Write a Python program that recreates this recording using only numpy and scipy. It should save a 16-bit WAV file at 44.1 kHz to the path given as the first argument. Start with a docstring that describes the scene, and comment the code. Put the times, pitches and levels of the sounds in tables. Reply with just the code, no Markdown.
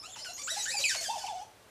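"""In a forest, an oropendola gives one gurgling call that swells and ends in low, liquid notes.
One side of its syrinx flips between thin whistles, overtone-rich squeals and rasps; the other hoots below.
Both are harmonic oscillators with trembling pitch; the rasps mix an erratic tone with coloured noise.
Branches, trunks, leaves and canopy reflect the call over faint forest air and a far hum."""
import sys
import numpy as np
from scipy import signal
from scipy.fft import rfft, irfft
from scipy.io import wavfile
from scipy.ndimage import uniform_filter1d

SR = 44100
rng = np.random.default_rng(int(sys.argv[2]) if len(sys.argv) > 2 else 0)


def wrap_up_sound(samples):
    """Save the sound to the file named by the first command line argument, as 16-bit audio."""
    columns = np.atleast_2d(samples).T
    # keep every value between -1 and 1, then stretch to whole-number steps
    tamed = np.clip(columns, -1, 1)
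    steps = np.round(tamed * 32767).astype(np.int16)
    wavfile.write(sys.argv[1], SR, steps)


N = 74970
T = np.arange(N) / SR

# the throat's relative weighting of overtones: f/Hz, gain/dB
THROAT = [(1000, 0.5), (1900, -4), (2400, -0.5), (2850, 3.5), (3300, -4.5), (3900, -1), (4500, 1.5),
          (5000, 0), (5500, -2.5), (6300, -3.5), (7200, 1), (8500, -8.5), (10000, -12), (12000, -21),
          (15000, -29)]
HOOT_FADE_S = 0.0046  # fades of the low voice
BRANCH_DELAY_S = 0.0096  # the nearest branch's echo; the trunks answer later


def undb(db):
    """Level definition: an amplitude ratio is 10 to the power of dB/20."""
    return 10 ** (np.asarray(db) / 20)


def walk(rate_hz):
    """Band-limited random modulation: held random values, smoothed twice, with a spread near 1."""
    hold = max(2, int(SR / rate_hz))
    steps = rng.standard_normal(N)[np.arange(N) // hold]
    return 1.3 * uniform_filter1d(uniform_filter1d(steps, hold), hold)


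def gain_at(hz, points):
    """Frequency response: gain of a (f/Hz, dB) curve, interpolated along log frequency."""
    f, db = np.array(points).T
    return undb(np.interp(np.log(np.maximum(hz, 1)), np.log(f), db))


def colour(x, points):
    """Linear filtering: the spectrum is multiplied by a (f/Hz, dB) curve."""
    return irfft(rfft(x) * gain_at(np.fft.rfftfreq(N, 1 / SR), points), N)


def noise(points):
    """Spectral shaping: white noise is filtered to a given colour and scaled to rms 1."""
    y = colour(rng.standard_normal(N), points)
    return y / y.std()


def gate(start, end, attack, release):
    """Amplitude envelope: sine-squared rise and fall, centred on a note's start and end."""
    rise = np.clip((T - start) / attack + .5, 0, 1)
    fall = np.clip((end - T) / release + .5, 0, 1)
    return np.sin(np.pi / 2 * rise * fall) ** 2


def glide(rows):
    """Continuous glide: a note's columns are interpolated in time and their corners rounded."""
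    s, *columns = np.array(rows, float).T
    return [uniform_filter1d(np.interp(T, np.sort(s), c), size=110) for c in columns]


def background():
    """Broadband and tonal ambience: soft, wavering forest air and a faint far hum of unsteady pitch."""
    # forest air: f/Hz, relative spectral density/dB per Hz
    air_colour = [(25, -58), (42, -1.5), (75, -5.5), (160, -6.5), (330, -6.5), (600, -3.5), (1000, -8.5),
                  (1500, -11), (5000, -18.5), (10000, -22), (15000, -29)]
    air_db, hum_hz, hum_db = -58.5, 112, -70
    hum = np.sin(2 * np.pi * np.cumsum(hum_hz * (1 + 0.026 * walk(8.5))) / SR)
    air = undb(air_db) * noise(air_colour) * undb(0.58 * walk(4.8))
    return air + undb(hum_db) * hum


def syrinx(hz, fundamental, overtones, throat, jitter, flutter_db, count=12):
    """Harmonic series: a membrane of trembling pitch, its fluttering overtones weighted by the throat."""
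    hz = hz * (1 + jitter * walk(700))
    on = fundamental > 0
    phase = 2 * np.pi * np.cumsum(hz[on]) / SR
    out = np.zeros(N)
    out[on] = fundamental[on] * np.sin(phase)
    multiples = np.arange(2, count + 1)[:, None]
    weights = gain_at(multiples * hz[on], throat) * (multiples * hz[on] < SR / 2)
    weights /= weights.max(axis=0) + 1e-9  # the strongest overtone gets weight 1
    for k, weight in zip(multiples, weights):
        flutter = undb(flutter_db * walk(69.19)[on])
        out[on] += overtones[on] * weight * flutter * np.sin(k * phase)
    return out


def high_notes(notes, level_db, jitter, swing):
    """Frequency modulation: the low voice's swing puts sidebands on high notes, rougher in fast glides."""
    attack_s, release_s, overtone_db = 0.0035, 0.0045, -2
    coupling = .065  # share by which the low voice swings the pitch
    glide_jitter, fast_glide_octaves_per_s = .017, 22  # extra pitch tremble in fast glides
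    out = np.zeros(N)
    for note in notes:
        hz, low_db, high_db = glide(note)
        octaves_per_s = np.abs(np.gradient(np.log2(hz))) * SR
        unrest = np.minimum(octaves_per_s / fast_glide_octaves_per_s, 1)
        envelope = gate(note[0][0], note[-1][0], attack_s, release_s) * undb(level_db)
        fundamental = envelope * undb(low_db)
        overtones = envelope * undb(high_db + overtone_db)
        out += syrinx(hz * (1 + coupling * swing), fundamental, overtones,
                      THROAT, jitter + glide_jitter * unrest, flutter_db=2.5)
    return out


def whistles(swing):
    """Near-sinusoidal oscillation: thin, high notes, mostly dominated by the fundamental."""
    # one list per whistle: t/s, pitch f/Hz, fundamental and strongest overtone/dB before the offsets
    whistle_notes = [
        [(0.0, 5370, -39.5, -64), (0.01, 5350, -57, -62), (0.022, 5070, -40, -70)],
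        [(0.073, 3000, -65, -60), (0.097, 3450, -57, -53.5), (0.11, 3276, -51, -51), (0.122, 3775, -60, -48),
         (0.15, 3375, -48, -46.5)],
        [(0.206, 4300, -51, -53), (0.225, 4996, -42, -57), (0.245, 5230, -43, -75)],
        [(0.333, 5370, -37, -71), (0.34, 6950, -48, -55), (0.353, 6400, -46, -57), (0.364, 6800, -42.5, -58),
         (0.372, 5930, -45, -62), (0.377, 2900, -68, -53)],
        [(0.429, 5480, -48, -69), (0.437, 6900, -38, -73), (0.446, 7400, -38, -62), (0.455, 7250, -39.5, -58),
         (0.469, 7200, -36.5, -54)],
        [(0.618, 5690, -44, -66), (0.63, 6760, -34.5, -54), (0.642, 6930, -35, -52), (0.652, 7480, -34, -77)],
        [(0.812, 3970, -35, -50), (0.822, 3960, -36, -38), (0.834, 4100, -30.5, -37)],
    ]
    return high_notes(whistle_notes, level_db=2, jitter=.016, swing=swing)


def squeals(swing):
    """Harmonic-rich oscillation: overtones that often exceed the gliding fundamental."""
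    # one list per squeal: t/s, pitch f/Hz, fundamental and strongest overtone/dB before the offsets
    squeal_notes = [
        [(0.026, 1053, -61, -55.5), (0.04, 1278, -45, -51.5), (0.058, 1368, -57, -45.5),
         (0.072, 1502, -61, -47)],
        [(0.152, 3350, -55, -78), (0.163, 973, -46.5, -47), (0.172, 834, -45.5, -65), (0.187, 1009, -61, -49.5),
         (0.204, 1035, -65, -45.5)],
        [(0.246, 3836, -37.5, -58), (0.249, 1587, -47.5, -57), (0.268, 1447, -41.5, -41),
         (0.298, 1334, -65, -46), (0.315, 1417, -72, -45.5), (0.336, 1353, -67, -53)],
        [(0.378, 946, -51, -47.5), (0.39, 1165, -59, -42), (0.401, 1181, -47.5, -42.5),
         (0.415, 1136, -64, -51.5), (0.426, 1170, -72, -48)],
        [(0.472, 1088, -46.5, -42.5), (0.482, 1442, -32.5, -41.5), (0.495, 1762, -43, -39.5),
         (0.507, 1934, -42.5, -33.5), (0.535, 1944, -48.5, -34.5), (0.55, 1694, -58, -46),
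         (0.566, 1690, -40.5, -41)],
        [(0.568, 2028, -56, -40), (0.585, 2154, -49, -36.5), (0.6, 1960, -50.5, -34.5), (0.617, 1937, -49, -32)],
        [(0.653, 4010, -43, -38), (0.657, 1445, -41.5, -34), (0.67, 1705, -34.5, -44.5),
         (0.686, 1826, -33.5, -38), (0.705, 1986, -48, -33.5), (0.722, 2455, -40.5, -35.5),
         (0.738, 2620, -37, -32), (0.762, 2405, -42, -38.5), (0.791, 2314, -42, -28.5)],
        [(0.835, 3770, -42, -41), (0.841, 2622, -22, -32), (0.855, 2425, -27, -27.5), (0.868, 2222, -35.5, -31),
         (0.885, 2297, -39, -30.5), (0.897, 1903, -36, -31.5), (0.915, 1581, -32.5, -35.5),
         (0.942, 1465, -50, -42), (0.953, 730, -37.5, -33.5)],
        [(0.957, 2083, -46, -34.5), (0.975, 2224, -48, -35.5), (0.99, 2204, -47.5, -34),
         (1.013, 2110, -46, -48)],
        [(1.04, 1920, -45, -40), (1.05, 1720, -43, -36.5), (1.065, 1592, -44.5, -38), (1.085, 1574, -65, -36)],
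        [(1.095, 2700, -52, -49), (1.115, 2680, -53, -62), (1.145, 2580, -50, -69)],
        [(1.18, 1808, -53, -44.5), (1.195, 1707, -54, -44.5), (1.21, 1519, -55, -50),
         (1.232, 1480, -51.5, -44.5)],
        [(1.265, 1583, -61, -38), (1.274, 1328, -72, -49.5), (1.283, 1027, -41, -52)],
    ]
    return high_notes(squeal_notes, level_db=-0.5, jitter=.004, swing=swing)


def high_voice(swing):
    """Amplitude modulation: whistles and squeals share an irregular, rapid change of strength."""
    buzz_rate_hz, buzz_depth = 900, 0.19  # new random strengths per second, relative spread
    buzz = 1 + buzz_depth * walk(buzz_rate_hz)
    return (squeals(swing) + whistles(swing)) * buzz


def scatter(t60, db):
    """Diffuse reverberation: a cloud of reflections, coloured noise decaying by 60 dB in t60 seconds."""
    # leaves scatter the treble more than the bass: f/Hz, relative gain/dB
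    scatter_colour = [(700, -4), (2500, -2), (6000, 3.5), (12000, 1)]
    decay = np.exp(-np.log(1000) * T / t60)
    tail = noise(scatter_colour) * decay * np.clip(T / 0.0069, 0, 1)
    return undb(db) * tail / np.linalg.norm(tail)


def trunks(count=12):
    """Discrete reflections: trunks at random distances echo more weakly the later they answer."""
    span_s, t60_s, level_db = .14, .4, -9.5
    delays = BRANCH_DELAY_S + span_s * (np.arange(count) + rng.random(count)) / count
    response = np.zeros(N)
    response[(delays * SR).astype(int)] = np.exp(-np.log(1000) * delays / t60_s)
    return undb(level_db) * response / np.linalg.norm(response)


def trees(call):
    """Superposed reflections: branch and trunk echoes, short leaf scatter and longer canopy scatter."""
    # frequency response of the branch's echo: f/Hz, relative gain/dB
    branch_colour = [(900, 2), (2200, 9), (5000, -7.5), (12000, 0)]
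    branch_db = -9
    delayed = np.interp(T - BRANCH_DELAY_S, T, colour(call, branch_colour), left=0)
    leaves = scatter(t60=0.21, db=-7.5)
    canopy = scatter(t60=0.42, db=-11)
    reflected = signal.fftconvolve(call, trunks() + leaves + canopy)[:N]
    return call + undb(branch_db) * delayed + reflected


def hoots():
    """Two-source phonation: short low notes on parabolic pitch paths, returned with the membrane's swing."""
    # short low notes: start t/s, length t/s, start, middle and end f/Hz, fundamental level/dB
    hoot_notes = [(0.076, 0.033, 620, 768, 710, -53), (0.207, 0.029, 668, 611, 570, -54),
                  (0.288, 0.025, 630, 714, 716, -45), (0.42, 0.045, 524, 545, 498, -60),
                  (0.514, 0.034, 570, 671, 585, -46.5), (0.566, 0.018, 770, 809, 883, -36),
                  (0.702, 0.019, 553, 538, 560, -51.5), (0.743, 0.0179, 868, 808, 798, -36.5),
                  (0.793, 0.023, 622, 545, 623, -43), (0.949, 0.018, 841, 657, 593, -40.5),
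                  (1.009, 0.025, 604, 683, 583, -42.5)]
    overtone_db = -16  # strongest overtone relative to the fundamental
    out, swing = np.zeros(N), np.zeros(N)
    for start, length, first, middle, last, db in hoot_notes:
        arch = np.polyfit([0, .5, 1], [first, middle, last], 2)
        hz = np.polyval(arch, np.clip((T - start) / length, 0, 1))
        envelope = gate(start, start + length, HOOT_FADE_S, HOOT_FADE_S)
        out += syrinx(hz, envelope * undb(db), envelope * undb(db + overtone_db),
                      THROAT, jitter=0.0046, flutter_db=1)
        swing += envelope * np.sin(2 * np.pi * np.cumsum(hz) / SR)
    return out, swing


def rasps(flutter_db):
    """Irregular vibration: the membrane's pitch skitters widely amid air noise, and both flutter."""
    # rasps: start t/s, length t/s, centre f/Hz, reference level/dB for tone and air
    rasp_notes = [(0.164, 0.048, 5150, -49.5), (.245, 0.026, 5600, -48), (0.367, 0.011, 5750, -49),
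                  (0.413, 0.021, 5600, -45), (0.542, 0.11, 5240, -42.5), (0.613, 0.028, 5700, -60),
                  (0.785, 0.039, 5580, -36), (0.907, 0.072, 5350, -42), (1.006, 0.044, 5950, -38.5),
                  (1.057, 0.14, 5480, -47.5), (1.181, 0.1, 5230, -48.5), (1.285, .15, 5290, -58)]
    # colour of a rasp's air: multiple of its centre f, relative spectral density/dB per Hz
    rasp_shape = [(.12, -15.5), (.25, -15), (.38, -13), (.53, -3), (.68, -8.5), (.9, -1), (1.2, 0),
                  (1.6, -7), (2.2, -15.5), (3, -25)]
    fade_s, pitch_jitter, tone_db, air_db = 0.011, .14, -5, -2
    out = np.zeros(N)
    for start, length, hz, db in rasp_notes:
        pitch = hz * np.exp(pitch_jitter * walk(450))
        skitter = np.sqrt(2) * np.sin(2 * np.pi * np.cumsum(pitch) / SR)  # rms 1
        air = noise([(hz * k, d) for k, d in rasp_shape])
        envelope = undb(db) * gate(start, start + length, fade_s, fade_s)
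        out += envelope * (undb(tone_db) * skitter + undb(air_db) * air)
    return out * undb(flutter_db * walk(350))


def gurgle():
    """Continuous frequency glide: the low voice swoops up and down, with faint overtones."""
    # the closing gurgle: t/s, pitch f/Hz, fundamental level/dB
    gurgle_notes = [(1.083, 591.7, -42), (1.094, 804.5, -31.5), (1.104, 901, -27.5), (1.128, 897.4, -31),
                    (1.147, 1199, -61.5), (1.158, 841.4, -30.5), (1.178, 620.5, -40.5), (1.205, 596.6, -70),
                    (1.234, 1048, -47.5), (1.244, 798, -30.5), (1.257, 721.6, -37.5), (1.273, 1049, -56),
                    (1.287, 890, -32.5), (1.303, 854.4, -35), (1.338, 662, -39.5), (1.364, 765.5, -36),
                    (1.392, 721, -41.5), (1.423, 859.5, -41.5), (1.443, 867, -46)]
    # the throat's relative weighting of overtones during the gurgle: f/Hz, gain/dB
    gurgle_throat = [(1500, -15.5), (2500, -3), (3300, 3), (4000, -10), (4500, -8), (5700, -3), (7000, -10),
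                     (10000, -16)]
    overtone_db = -21  # strongest overtone relative to the fundamental
    hz, db = glide(gurgle_notes)
    envelope = gate(gurgle_notes[0][0], gurgle_notes[-1][0], HOOT_FADE_S, HOOT_FADE_S) * undb(db)
    return syrinx(hz, envelope, envelope * undb(overtone_db), gurgle_throat, jitter=0.0107, flutter_db=6.0)


def scene():
    """Superposition: both voices of the bird, heard through the trees over the background."""
    low, swing = hoots()
    call = high_voice(swing) + rasps(flutter_db=0.5) + low + gurgle()
    return (trees(call) + background())[None]


def record(dry):
    """Low-pass filtering: a steep elliptic filter removes the top of the treble."""
    top_hz = 15050
    low_pass = signal.ellip(10, .1, 80, top_hz, fs=SR, output="sos")  # 0.1 dB ripple, 80 dB rejection
    return signal.sosfilt(low_pass, dry)


dry = scene()
out = record(dry)
wrap_up_sound(out)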